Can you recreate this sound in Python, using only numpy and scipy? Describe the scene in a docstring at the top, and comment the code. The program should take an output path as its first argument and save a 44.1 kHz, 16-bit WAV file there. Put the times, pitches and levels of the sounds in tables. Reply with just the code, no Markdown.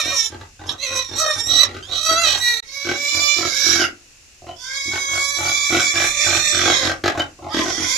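"""Squealing and grunting pigs in a wooden pen

One pig screams in long squeals, first heard from the yard, then beside the boards and over the fence.
A squeal is a whistle near 2 kHz over slower flapping of the folds, roughened into rasp.
Grunts are slow flaps of the throat that ring the snout; a few short squeaks glide between them.
Low yard air lies beneath, and the sound cuts out for an instant before resuming close to the planks."""
import sys
import numpy as np
from scipy import signal
from scipy.fft import rfft, irfft, next_fast_len
from scipy.io import wavfile
from scipy.ndimage import uniform_filter1d

SR = 44100
rng = np.random.default_rng(int(sys.argv[2]) if len(sys.argv) > 2 else 0)


def transcribe(signal):
    """Save signal, clipped to [-1, 1], as a 16-bit WAV file at the path in sys.argv[1]."""
    frames = np.atleast_2d(signal).T
    limited = np.clip(frames, -1, 1)
    pcm = np.round(limited * 32767).astype(np.int16)
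    wavfile.write(sys.argv[1], SR, pcm)


N = 351477  # length in samples

# The instant of near silence between the yard and the planks. Each row: time in seconds, gain in dB.
CUT = [(2.602, 0), (2.609, -45), (2.621, -45), (2.628, 0)]


def amp(db):
    """Turns decibels into gain."""
    return 10 ** (np.asarray(db) / 20)


def evened(x):
    """Scales to rms 1."""
    return x / np.sqrt(np.mean(abs(x) ** 2) + 1e-20)


def read(points, hz):
    """Reads a curve joined by straight lines on a log frequency axis."""
    f, value = np.transpose(points)
    return np.interp(np.log(hz + 1), np.log(f + 1), value)


def over_time(points, t):
    """Reads a curve of (seconds, value) joined by straight lines."""
    return np.interp(t, *np.transpose(points))


def bump(x, middle, half):
    """A smooth bell of height 1."""
    return np.exp(-((x - middle) / half) ** 2)


def add(mix, s, sound):
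    """Lays a sound into the mix at a time in seconds."""
    part = mix[round(s * SR):][:len(sound)]
    part += sound[:len(part)]


def track(calls):
    """Lays (start, sound) calls on one time line."""
    mix = np.zeros(N)
    for call in calls:
        add(mix, *call)
    return mix


def shaped(x, gain):
    """Filters by a gain that is a function of frequency."""
    size = next_fast_len(len(x) + 2048)
    spectrum = rfft(x, size) * gain(np.fft.rfftfreq(size, 1 / SR))
    return irfft(spectrum, size)[:len(x)]


def band(x, lo, hi):
    """A steep band-pass; bands that share an edge add up without a gap."""
    return shaped(x, lambda f: 1 / (1 + (f / hi) ** 24) - 1 / (1 + (f / lo) ** 24))


def wobble(n, hz):
    """Smooth random motion of rms 1, up to about a rate."""
    return evened(shaped(rng.standard_normal(n), lambda f: np.exp(-.5 * (f / hz) ** 2)))


def loudness(x, size):
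    """Running rms over about a number of samples."""
    power = uniform_filter1d(uniform_filter1d(x ** 2, size), size)
    return np.sqrt(abs(power) + 1e-12)


def partials(turns, count):
    """A series of equal harmonics, each with its own random phase."""
    step, wave, out = np.exp(2j * np.pi * turns), 1, 0
    for phase in rng.random(count):
        wave = wave * step
        out = out + wave * np.exp(2j * np.pi * phase)
    return out


def yard(apart=0.93):
    """Steady outdoor air over a slowly changing rumble, its bass nearly alike in both channels."""
    # Spectrum of the yard air. Each row: frequency in Hz, relative density in dB.
    air_curve = [(12, -25), (20, 2.5), (27, -6), (64, -3.5), (181, -17.5), (642, -27), (970, -30),
                 (2340, -23.5), (2690, -16.5), (3170, -28), (5810, -20.5), (7240, -21), (8080, -29),
                 (14400, -43)]
    # Swell of the rumble. 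Each row: time in seconds, gain in dB.
    rumble_curve = [(0, -1), (1.599, 2), (2.551, 3), (2.7, -6), (4.2, -7), (5.198, 2), (6.6, 2), (7.301, 0),
                    (7.97, 3)]
    air_db, swell_db = -50, .8
    common, side = (shaped(rng.standard_normal(N), lambda f: amp(read(air_curve, f))) for _ in range(2))
    side = apart * (band(side, 500, 16000) + .35 * band(side, 5, 50))
    side = side * np.array([[1], [-1]])
    rumble = band(common, 5, 250)
    air = common - rumble + rumble * amp(over_time(rumble_curve, np.arange(N) / SR))
    return amp(air_db + swell_db * wobble(N, 0.8)) * (air + side) / np.std(common)


def ring(x, size, spread=0.081):
    """Rings the snout's resonances, shifted by one factor and each a little by chance."""
    # Resonances of a grunting snout. Each row: frequency in Hz, width in Hz, level in dB.
    snout_modes = [(57.2, 28, -2), (92.5, 48.6, 9), (173, 35, 4), (257.4, 176, 5.5), (350, 34.4, 16.5),
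                   (441.8, 89, 2), (794, 72.5, 3), (1094, 88, -5.5), (1499, 59, -1), (1904, 190, -9.5),
                   (3380, 370, -16.5), (3870, 240, -10), (5620, 11700, -23.5)]
    shifts = size * np.exp(spread * rng.uniform(-1.14, 1, len(snout_modes)))
    out = 0
    for k, (hz, width, db) in enumerate(snout_modes):
        peak = signal.iirpeak(hz * shifts[k], hz / width, SR)
        out = out + amp(db) * signal.lfilter(*peak, x) * (-1) ** k  # neighbours in opposite polarity
    return out


def grunt(start, attack, hold, chest_db, mouth_db, rasp_db, snout_hz, knock=0.38):
    """Slack folds flap almost evenly, slower in a bigger pig; each flap's knock and puff ring the snout."""
    # Deep boom of the grunts as the microphone moves along the pen. Each row: time in seconds, gain in dB.
    boom_curve = [(1.5, 5.5), (3.7, 4), (4.9, 6), (6.5, 9.5), (7.1, 7), (7.6, 3)]
    boom_per_db, usual_db = -0.584, -41  # the harder the grunt, the smaller the share of its boom
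    onset_db, fall_db_per_s, tail_s = -11, 381, .09
    opening_range_db = 4.5  # the mouth opens during each grunt
    puff_s, leak, chest_puff = .006, .2, .45  # puff decay, air between puffs, share of puffs in the chest
    treble_leak = 0.19  # share of the highest rasp that leaves the snout

    release = attack + hold
    t = np.arange(0, release + tail_s, 1 / SR)
    n = len(t)
    size = snout_hz / 340
    flap_hz = 46 * size ** .7
    rise_db = onset_db * np.maximum(1 - t / attack, 0)
    envelope_db = rise_db - fall_db_per_s * np.maximum(t - release, 0)
    opening_db = opening_range_db * (np.minimum(t / release, 1) - .5)

    turns = np.cumsum(flap_hz * np.exp(.04 * wobble(n, 25))) / SR
    knocks = evened(np.diff(np.floor(turns), prepend=-1))  # one click a flap
    puff_shape = leak + np.exp(-(turns % 1) / flap_hz / puff_s)
    puffs = evened(puff_shape * rng.standard_normal(n))

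    body = ring(knocks + chest_puff * puffs, size)
    boom, chest = band(body, 20, 170), band(body, 170, 520)
    boom_db = over_time(boom_curve, start) + boom_per_db * (chest_db - usual_db)
    chest = (chest + boom * amp(boom_db)) / np.std(chest + boom)

    snout = ring(knock * knocks + puffs, size)
    mouth = band(snout, 520, 1150)
    rasp = band(snout, 1150, 7500) + treble_leak * band(snout, 7500, 16000)
    snout = (mouth + amp(rasp_db) * rasp) / np.std(mouth)
    return start, amp(chest_db + envelope_db) * (chest + amp(mouth_db + opening_db) * snout)


def squeak(start, end, first_hz, last_hz, level_db, jitter):
    """The folds catch for a moment and give one short gliding whistle."""
    n = round((end - start) * SR)
    hz = np.linspace(first_hz, last_hz, n) * (1 + jitter * wobble(n, 170))
    whistle = np.sin(2 * np.pi * np.cumsum(hz) / SR) * amp(2.0 * wobble(n, 100))
    return start, amp(level_db) * evened(whistle) * signal.windows.tukey(n, .6)


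def mouthed(drive, throat, gape, stretch, patchy_db=2.5):
    """Formants slide with the pitch and open with the jaw; a slow random unevenness roughens the colour."""
    # Throat and mouth colour with the jaw wide. Each row: frequency in Hz, gain in dB.
    wide_throat = [(350, 2), (575, 2), (870, -12), (1160, 5), (1450, -18), (1750, -2.5), (2030, 16),
                   (2330, -10), (2550, 14), (2760, -33), (3060, -22), (3330, -1), (3560, 5), (3780, -4),
                   (4020, 1.5), (4280, -9), (4680, -14), (5150, 0.5), (5430, 11.5), (5780, 10.5),
                   (6200, 3.5), (6850, 4.5), (7450, 6.5), (7900, -10), (9000, -12), (12600, -18.5),
                   (14500, -25)]
    # fixed hollow from the pen, heard most when the jaw is wide
    hollow_hz, hollow_width_hz, hollow_db = 5100, 170, -22
    hz, t, z = signal.stft(drive, SR, nperseg=512)
    gape, stretch = (np.interp(t * SR, np.arange(len(drive)), c) for c in (gape, stretch))
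    where = hz[:, None] / stretch
    patches = rng.standard_normal(z.shape)
    for _ in range(2):
        patches = uniform_filter1d(patches, size=4, axis=0)
        patches = uniform_filter1d(patches, size=22, axis=1)
    colour_db = (1 - gape) * read(throat, where) + gape * read(wide_throat, where)
    colour_db = colour_db + patchy_db * evened(patches)
    colour_db = colour_db + gape * hollow_db * bump(hz[:, None], hollow_hz, hollow_width_hz)
    return signal.istft(z * amp(colour_db), SR, nperseg=512)[1][:len(drive)]


def squeal(contour, voice, throat, usual_hz, drift, jitter, flutter, smear_hz, hiss, fray, buzz, coupling,
           flap_jitter=0.0202, flutter_hz=53, shimmer_db=1.5, formant_waver_db=1.5):
    """A whistle rides on slower flapping of the folds, which adds a buzz and side tones; roughness frays both."""
    # Jaw opening through the scream. Each row: time in seconds, share of the widest gape from 0 to 1.
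    gape_curve = [(5.6, 0.09), (6.0, 0.52), (6.35, 1), (6.6, 0.95), (6.8, 0.91), (7.5, 0.4)]
    # Side tones of each whistle line. Each row: distance from the line in flap rates, gain as a factor.
    side_tones = [(-1, 0.3), (1, 1), (2, 0.29)]
    # Undertone at three quarters of the pitch. Each row: middle in seconds, half length in seconds,
    # strength as a factor.
    undertones = [(3.747, 0.32, 5.9), (4.685, 0.055, 5)]
    formant_slide = 0.52  # formants rise with this power of the pitch over its usual value

    s, *columns = np.transpose(contour)
    t = np.arange(s[0], s[-1], 1 / SR)
    n = len(t)
    hz, mid_db, high_db = (np.interp(t, s, c) for c in columns)
    when, *columns = np.transpose(voice)
    cycles, flapping, rough, low_db, chest_db = (np.interp(t, when, c) for c in columns)
    rough = np.clip(rough, 0, 1)
    gape = np.clip(over_time(gape_curve, t), 0, 1)

    pitch = hz * (1 + drift * wobble(n, 30.8) + jitter * rough * wobble(n, 108))
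    turns = np.cumsum(pitch) / SR
    flaps = np.cumsum(pitch / cycles * (1 + flap_jitter * rough * wobble(n, 94.2))) / SR
    sides = sum(gain * np.exp(2j * np.pi * (round(k) * flaps + rng.random())) for k, gain in side_tones)
    whistle = partials(turns, count=7) * (1 + coupling * flapping * sides)
    folds = whistle + buzz * flapping * partials(flaps, count=24)
    undertone = sum(strength * bump(t, middle, half) for middle, half, strength in undertones)
    folds = folds + undertone * np.exp(2j * np.pi * turns * 3 / 4)

    # chaotic vibration smears each line; loose tissue flutters
    chaos = (wobble(n, smear_hz) + 1j * wobble(n, smear_hz)) / np.sqrt(2)
    folds = (folds * (1 - rough + rough * chaos)).real
    flutter_turns = np.cumsum(flutter_hz * (1 + 0.15 * wobble(n, 10.04))) / SR
    shake = 1 + flutter * np.sqrt(rough) * np.sin(2 * np.pi * flutter_turns)

    # air escapes in one puff a flap and buries the upper lines first
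    puffs = rng.standard_normal(n) * (1 + np.cos(2 * np.pi * flaps))
    air = rough * hiss * puffs + shaped(puffs, lambda f: fray * np.minimum(f / 6000, 1) ** 2)
    drive = shake * (folds / loudness(folds, size=1500) + rough * air)
    cry = mouthed(drive, throat, gape, (hz / usual_hz) ** formant_slide)

    # each formant band is levelled, then follows its own course
    edges = [(100, 1750), (1750, 2950), (2950, 4830), (4830, 16000)]
    chest, low, mid, high = (band(cry, *pair) for pair in edges)
    low_db = low_db + formant_waver_db * wobble(n, 26)
    levels = [(chest, chest_db), (low, low_db), (mid, 0), (high, high_db)]
    cry = sum(amp(db) * formant / loudness(formant, size=1100) for formant, db in levels)
    level = amp(mid_db + shimmer_db * wobble(n, 6.4))
    return s[0], cry * level * signal.windows.tukey(n, 0.002 * SR / n)


def pen(x, wet_db, slap_db, width=1.14):
    """Direct sound, first slaps off the planks and a short tail; only the bass is alike at both microphones."""
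    # Reverberation of the pen. Each row: frequency in Hz, time to fall 60 dB in seconds.
    decay = [(100, 0.46), (500, 0.26), (2000, 0.22), (6000, 0.076), (14000, 0.004)]
    # First echoes off the planks. Each row: delay in seconds, relative gain at the left microphone,
    # relative gain at the right.
    planks = [(.0013, 1, 0.1), (.0029, 0.11, -0.049), (.0047, -0.38, -0.014), (.0071, -0.1, 0.76),
              (0.01, 0.31, -0.51), (0.017, -0.14, 0.36)]
    taps, slaps = np.zeros((2, 2, SR // 2))
    at = np.arange(100, SR // 2 - 20, 20)
    places = at + rng.integers(0, 20, (2, len(at)))
    np.put_along_axis(taps, places, rng.choice([-1., 1.], (2, len(at))), 1)
    hz, t, z = signal.stft(taps, SR, nperseg=256)
    fading = z * amp(-60 * t / read(decay, hz)[:, None])
    tail = signal.istft(fading, SR, nperseg=256)[1][:, :SR // 2]
    for delay, *gains in planks:
        slaps[:, round(delay * SR)] = gains
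    echo = amp(wet_db) * tail / np.linalg.norm(tail[0]) + amp(slap_db) * slaps
    side = width * shaped((echo[0] - echo[1]) / 2, lambda f: f / np.hypot(f, 800))
    stereo_echo = echo.mean(0) + np.array([side, -side])
    return x + signal.fftconvolve(x[None], stereo_echo, axes=1)[:, :N]


def placed(pair, side):
    """Tilts the two channels against each other by frequency, their gains always averaging one."""
    return np.array([shaped(x, lambda f: 2 / (1 + amp(-sign * read(side, f))))
                     for x, sign in zip(pair, (1, -1))])


def scene():
    """The squealing pig, heard from the yard, beside the boards and over the fence, among grunting ones."""
    # Contours of the squeals, in the yard and then close by; a long squeal runs on through overlapping
    # contours. Each row: time in seconds, pitch in Hz, middle formant in dB before the mix,
    # high formant in dB above it.
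    far_squeals = [
        [(0.0, 1870, -19, -2.5), (.035, 1803, -25.5, 0.5), (.07, 1860, -24.5, -1), (.13, 1866, -25.5, -1.5),
         (.17, 1850, -28.5, 9), (.24, 1789, -28.5, 7.5), (.268, 1765, -29.5, 7.5), (.295, 1644, -58, 17),
         (.33, 1643, -49, -8)],
        [(.665, 1530, -62, 20), (.697, 1697, -18.5, -14.5), (.72, 1840, -35, -1), (.77, 1900, -54, -8)],
        [(.78, 1895, -40, -7), (.835, 2124, -21.5, -3.5), (.875, 1943, -28, 0.5), (.92, 1940, -32.5, 1),
         (.98, 1954, -27.5, 8), (1.008, 1957, -24, -5), (1.04, 1884, -34, 3), (1.145, 1790, -38, -2)],
        [(1.135, 1839, -36.5, -2), (1.195, 1932, -27.5, 8), (1.26, 1874, -27, -1), (1.32, 1846, -23, -3),
         (1.37, 1797, -35, 4), (1.408, 1845, -25.5, 1), (1.44, 1840, -49, 9)],
        [(1.432, 1812, -38, 10), (1.47, 1894, -28, 5.5), (1.51, 1920, -14.5, -7.5), (1.56, 1930, -15.5, -4.5),
         (1.61, 1969, -13.5, -6.5), (1.636, 1940, -16, -3), (1.655, 1716, -29, 1), (1.68, 1614, -69, 9)],
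        [(1.826, 1516, -37, -9), (1.872, 1733, -44, -4), (1.925, 1941, -21.5, -15.5), (2.01, 1930, -24, -5),
         (2.055, 1934, -20.5, 0), (2.15, 1951, -21, -2.5), (2.22, 2056, -22.5, -0.5), (2.265, 1910, -18, -5),
         (2.32, 1926, -17.5, -4.5), (2.36, 1903, -21.5, -7), (2.405, 1903, -52, 19)],
        [(2.398, 1860, -36, 0), (2.42, 1952, -18.5, -5), (2.48, 1930, -14.5, -9.5), (2.54, 1916, -21.5, -7.5),
         (2.606, 1880, -29.5, -6)],
    ]
    near_squeals = [
        [(2.624, 2153, -68, 6), (2.68, 2163, -46.5, 3.5), (2.78, 2247, -38.5, 3), (2.83, 2260, -35, 1),
         (2.95, 2244, -35.5, 2), (3.05, 2304, -28, 0), (3.15, 2342, -26, 3), (3.27, 2340, -25.5, 0.5),
         (3.39, 2360, -27, 2), (3.52, 2107, -29, 3.5), (3.6, 2258, -25, 5), (3.75, 2247, -26.5, 5.5),
         (3.84, 1913, -36, 6), (3.93, 1870, -72, 12)],
        [(4.56, 1951, -52, 2), (4.64, 2035, -39.5, 1.5), (4.77, 2189, -34, 1.5), (4.9, 2210, -34, 1.5),
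         (5.14, 2203, -32.5, 5.5), (5.33, 2276, -29, 3), (5.55, 2302, -27.5, 0.5), (5.87, 2282, -27.5, 3),
         (6.08, 2353, -26.5, 4), (6.3, 2372, -23, 3), (6.45, 2425, -21, 0.5), (6.58, 2352, -22, 1.5),
         (6.76, 2168, -22, -3), (6.86, 2058, -23.5, -4.5), (6.98, 1885, -64, 12)],
        [(7.49, 1799, -49, -4), (7.53, 1902, -32, -8.5), (7.64, 1942, -35.5, 7), (7.78, 1952, -33, 6),
         (7.83, 2047, -30.5, 7), (7.9, 2140, -26.5, 4.5), (7.975, 2169, -27, 4)],
    ]
    # The voice through each contour, in the same order. Each row: time in seconds, whistle cycles per flap,
    # flapping strength 0 to 1, roughness 0 to 1, low formant and chest in dB above the middle formant.
    far_voices = [
        [(0, 2.9, 0.93, 0.25, -4.5, 0), (.05, 4.13, 0.8, 0.25, -3.5, -35), (.13, 3.22, 0.7, 0.15, -6, -0.5),
         (.2, 4.24, 0.8, 0.091, -5, -19), (.29, 3.8, 0.3, 0.46, -13, -8.5)],
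        [(.665, 3.9, 0.29, .4, -26, -25), (.75, 2.7, 0.66, 0.48, -22, 3)],
        [(.79, 3.65, .3, 0.21, -15, -13), (.84, 3.8, 0.87, 0.26, -2.5, -13.5), (.93, 3.67, 1, 0.31, -2, 2),
         (1.0, 3.78, 0.62, 0.27, -5, -2), (1.07, 3.84, 0.49, 0.33, -15, -24)],
        [(1.15, 3.6, 0.5, 0.28, -15, -19), (1.22, 3, 0.95, 0.25, -12, 7), (1.31, 3, 0.21, 0.28, -9, 3),
         (1.36, 3.8, 0.52, 0.24, -13, -27), (1.42, 4, 0.22, 0.077, -11, -9)],
        [(1.44, 3.6, 0.029, 0.092, -8, -17), (1.52, 3.3, 0.36, 0.3, -24.5, -24),
         (1.61, 3.3, 0.27, 0.22, -14, -17), (1.66, 3.6, 0.38, 0.97, -15, -4.5)],
        [(1.83, 3.3, 0.06, 0.17, -20, -11), (1.95, 3.3, 0.8, 0.34, -27, -18.5),
         (2.04, 3.1, 0.81, 0.35, -13.5, -7.5), (2.11, 3, 0.83, 0.21, -7.5, 4), (2.2, 3, 1, 0.12, -5, 1),
         (2.27, 3.1, 0.77, 0.28, -6, -8), (2.33, 3.3, 1, 0.31, -14.5, -21), (2.4, 3.8, 0.67, 0.18, 2, -18)],
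        [(2.4, 4.1, 0.25, 0.14, -3, -31), (2.45, 4.1, 0.38, 0.098, -2, -24), (2.5, 4.1, 0.4, 0.14, -2.5, -19.5),
         (2.6, 4.3, 0.92, 0.34, -7, -15)],
    ]
    near_voices = [
        [(2.65, 4, 0.71, 0.31, 3.5, -9.5), (2.95, 4, 0.78, 0.33, 1.5, -5), (3.1, 4, 0.92, 0.29, 4, -11.5),
         (3.27, 4, 0.96, 0.032, 3, -3.5), (3.4, 4, 0.67, 0.38, -1.5, -12), (3.55, 4, 0.83, 0.56, -2.5, -5),
         (3.7, 4, 0.81, 0.61, -6, -7.5), (3.85, 4, 0.81, .65, 5.5, 9)],
        [(4.58, 4, 0.53, 0.3, -25, -13), (4.7, 4, 0.7, 0.4, -1, 2), (4.82, 4, 1, 0.2, 5, -7),
         (4.95, 4, 1, .3, 6, -3), (5.06, 4, 1, 0.18, 5, 4), (5.2, 4, 1, .22, 7, 1),
         (5.34, 4, .9, 0.08, 3.5, -1), (5.5, 4, 0.7, 0.27, 2.5, -8), (5.9, 4, 0.8, 0.36, 4.5, -8),
         (6.2, 4, 1, 0.42, 1.5, -7), (6.48, 4, 1, .4, -4, -10), (6.75, 4, 0.9, 0.55, -4, -8),
         (6.92, 4.2, 0.75, 0.8, -8, -2)],
        [(7.5, 5.7, 0.6, 0.21, -12, -7), (7.6, 5.9, 0.57, 0.35, 3, -11), (7.72, 5.35, 1, 0.33, -5, -7),
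         (7.84, 4.05, 0.74, 0.64, 3, -9), (7.96, 4.2, 0.68, 0.54, -4, -8.5)],
    ]
    # Throat and mouth colour from the yard, of the last shrill contour there, beside the boards and
    # over the fence. Each row: frequency in Hz, gain in dB.
    far_throat = [(350, -13), (570, 2), (700, -5), (820, -7), (1030, 3.5), (1270, 10), (1550, -27),
                  (1900, -6.5), (2150, -9), (2550, -3), (2720, 2), (2900, -4), (3270, 3), (3550, -1.5),
                  (3850, 7.5), (4400, -2), (4950, -5), (5350, -8), (5800, 4), (6400, -1), (7100, -5.5),
                  (7800, -13), (8500, -19), (12000, -20), (14500, -37)]
    shrill_throat = [(350, -14), (650, 16.5), (1000, -4), (1450, 4), (1700, -8), (1930, 8), (2170, -2),
                     (2400, -9.5), (2900, -1), (3150, -22), (3450, 3), (3850, 4), (4330, 3.5), (4900, -11),
                     (5400, -9), (5800, 5), (6300, 2.5), (6800, 2), (7700, -6.5), (8500, -14),
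                     (12000, -12.5), (14500, -33)]
    board_throat = [(350, -10), (580, -11), (850, -13), (1150, -7.5), (1420, 0), (1720, -11.5), (1980, -21),
                    (2290, 15), (2600, -7), (2890, -5), (3150, -4), (3450, -3.5), (4030, 1.5), (4300, -9),
                    (4700, -3), (5200, 4), (5800, 7.5), (6350, -2), (7000, -2), (7700, -12.5),
                    (8300, -22.5), (9500, -22), (12500, -17), (14500, -51)]
    near_throat = [(350, -12), (570, -16), (850, -16), (1130, 7.5), (1400, -1), (1700, -6.5), (1950, -7),
                   (2280, 18), (2520, 4), (2720, -39), (3080, -23), (3390, -0.5), (3700, 1.5), (3960, -1),
                   (4300, -27), (4560, -5.5), (5000, 3), (5700, 4.5), (6200, 6.5), (6800, 3), (7600, 1.5),
                   (8100, -19), (8600, -9), (9500, -12), (12500, -14), (14500, -37)]
    # Left against right for the squeals at each place. Each row: frequency in Hz, left minus right in dB.
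    far_side = [(600, 3), (1300, 2), (2300, 0), (4000, -14), (6000, -6), (14000, -1)]
    board_side = [(600, 6), (1300, -3), (2300, -6.5), (4200, -14), (7800, -11), (14000, -8)]
    near_side = [(600, 1.5), (1300, 4), (2300, -5.5), (4200, -14), (7800, -8.5), (14000, -4.5)]
    # Each row: start in seconds, attack in seconds, hold in seconds, chest level in dB before the mix,
    # mouth in dB above the chest, rasp in dB relative to the mouth, snout pitch in Hz.
    grunts = [ (0.033, 0.019, 0.031, -36, 1.5, -3, 327), (0.3, 0.032, 0.0098, -34, -6.5, 0.5, 342),
              (0.391, 0.019, 0.0047, -43.5, 1, 5, 361), (0.592, 0.0051, 0.13, -42.5, 1.5, -0.5, 328.3),
              (0.887, 0.023, 0.043, -41.5, -3.5, 10, 341), (1.09, 0.028, 0.025, -33, -5.5, 1, 355),
              (1.337, 0.018, 0.031, -39.5, -3, 4, 351), (1.443, 0.027, 0.093, -39.5, 2, 1, 326.7),
              (1.647, 0.0051, 0.05, -38, -4.5, 7, 337.5), (1.723, 0.026, 0.026, -34.5, -8.5, 5.5, 348.3),
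              (1.872, 0.027, 0.046, -42.5, 4, 0.5, 336.5), (2.088, 0.031, 0.0072, -30, -6.5, 10, 331),
              (2.222, 0.023, 0.13, -42.5, 7, 5, 342.5), (2.849, 0.03, 0.041, -23.5, -8.5, 9, 356),
              (3.123, 0.03, 0.037, -33.5, -1, -3, 330.4), (3.363, 0.022, 0.083, -28, -5.5, 7, 333.7),
              (3.641, 0.02, 0.11, -29, -8.5, 13, 324), (3.772, 0.031, 0.031, -25, -4, 9, 331.2),
              (4.42, 0.001, 0.018, -47.5, 5.5, -25.5, 346), (4.466, 0.0011, 0.038, -40.5, 5.5, -6.5, 333),
              (4.855, 0.025, 0.011, -34.5, -19, -20, 296), (4.912, 0.021, 0.031, -33, -1, 9, 353.4),
              (5.088, 0.063, 0.024, -36, -1.5, 7.5, 334.7), (5.365, 0.033, 0.1, -34.5, 4.5, 3, 359.4),
              (5.701, 0.029, 0.036, -19.5, -5, 8, 339.3), (5.776, 0.011, 0.021, -39, 8.5, 10, 334.3),
              (5.936, 0.022, 0.092, -30.5, 1, 8.5, 353.2), (6.242, 0.032, 0.1, -30.5, 1, 6.5, 341.5),
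              (6.525, 0.02, 0.076, -28.5, -7, 14, 341), (6.634, 0.027, 0.046, -21, -0.5, 5, 347.4),
              (6.806, 0.032, 0.072, -26.5, 0.5, 4.5, 333), (7.038, 0.0025, 0.044, -18, -4.5, 6.5, 354.3),
              (7.15, 0.0011, 0.0063, -38, 12.5, -6, 330), (7.175, 0.001, 0.029, -24.5, -0.5, 5, 335.3),
              (7.387, 0.0046, 0.0057, -43.5, 5, -21, 342), (7.421, 0.01, 0.056, -35, 4, -12, 334.6),
              (7.543, 0.0015, 0.067, -20, -9, 5.5, 288), (7.637, 0.011, 0.058, -26.5, -3, 5, 348),
              (7.777, 0.0028, 0.073, -27.5, -11, 10, 323.2), ]
    # Each row: start in seconds, end in seconds, first pitch in Hz, last pitch in Hz,
    # level in dB before the mix, pitch jitter as a share.
    squeaks = [(3.775, 3.862, 1653, 1270, -24, 0.028), (3.793, 3.877, 3065, 2714, -20.5, 0.026),
               (4.468, 4.562, 2960, 3070, -43.5, 0.025), (7.192, 7.22, 3050, 3010, -19.5, 0.0086),
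               (7.44, 7.538, 793, 900, -36, .02), (7.497, 7.559, 1150, 1397, -31.5, 0.01),
               (7.583, 7.652, 1048, 1005, -28, .012)]

    far_throats = [far_throat] * (len(far_squeals) - 1) + [shrill_throat]
    far = track(squeal(*call, usual_hz=1900, drift=.004, jitter=.028, flutter=.22, smear_hz=70,
                       hiss=.35, fray=.22, buzz=.45, coupling=1)
                for call in zip(far_squeals, far_voices, far_throats))
    near_throats = [board_throat, near_throat, near_throat]
    near = [squeal(*call, usual_hz=2280, drift=.003, jitter=.028, flutter=.2, smear_hz=75,
                   hiss=.65, fray=2, buzz=1, coupling=.25)
            for call in zip(near_squeals, near_voices, near_throats)]
    from_yard = placed(pen(far, wet_db=-8.5, slap_db=-7.0), far_side)
    from_boards = placed(pen(track(near[:1]), wet_db=-6, slap_db=0), board_side)
    from_fence = placed(pen(track(near[1:]), wet_db=-6, slap_db=0), near_side)

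    cut_s = CUT[0][0]
    far_grunts = track(grunt(*row) for row in grunts if row[0] < cut_s)
    far_grunts = pen(far_grunts, wet_db=-5, slap_db=-32)
    near_grunts = track(grunt(*row) for row in grunts if row[0] > cut_s)
    near_grunts = near_grunts + track(squeak(*row) for row in squeaks)
    near_grunts = pen(near_grunts, wet_db=-8, slap_db=-18)

    squeals = amp(-1.66) * from_yard + amp(-3.5) * (from_boards + from_fence)
    return squeals + amp(-3.5) * (far_grunts + near_grunts) + yard()


def record(dry):
    """The loudest peaks are rounded off; a brief dropout; then the top of the treble is cut."""
    edge_hz = 14400
    rounded = dry / (1 + (dry / .9) ** 6) ** (1 / 6)
    cut = amp(over_time(CUT, np.arange(N) / SR))
    low_pass = signal.firwin(511, edge_hz, window=("kaiser", 9), fs=SR)
    return signal.oaconvolve(rounded * cut, low_pass[None], "same")


dry = scene()
out = record(dry)
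transcribe(out)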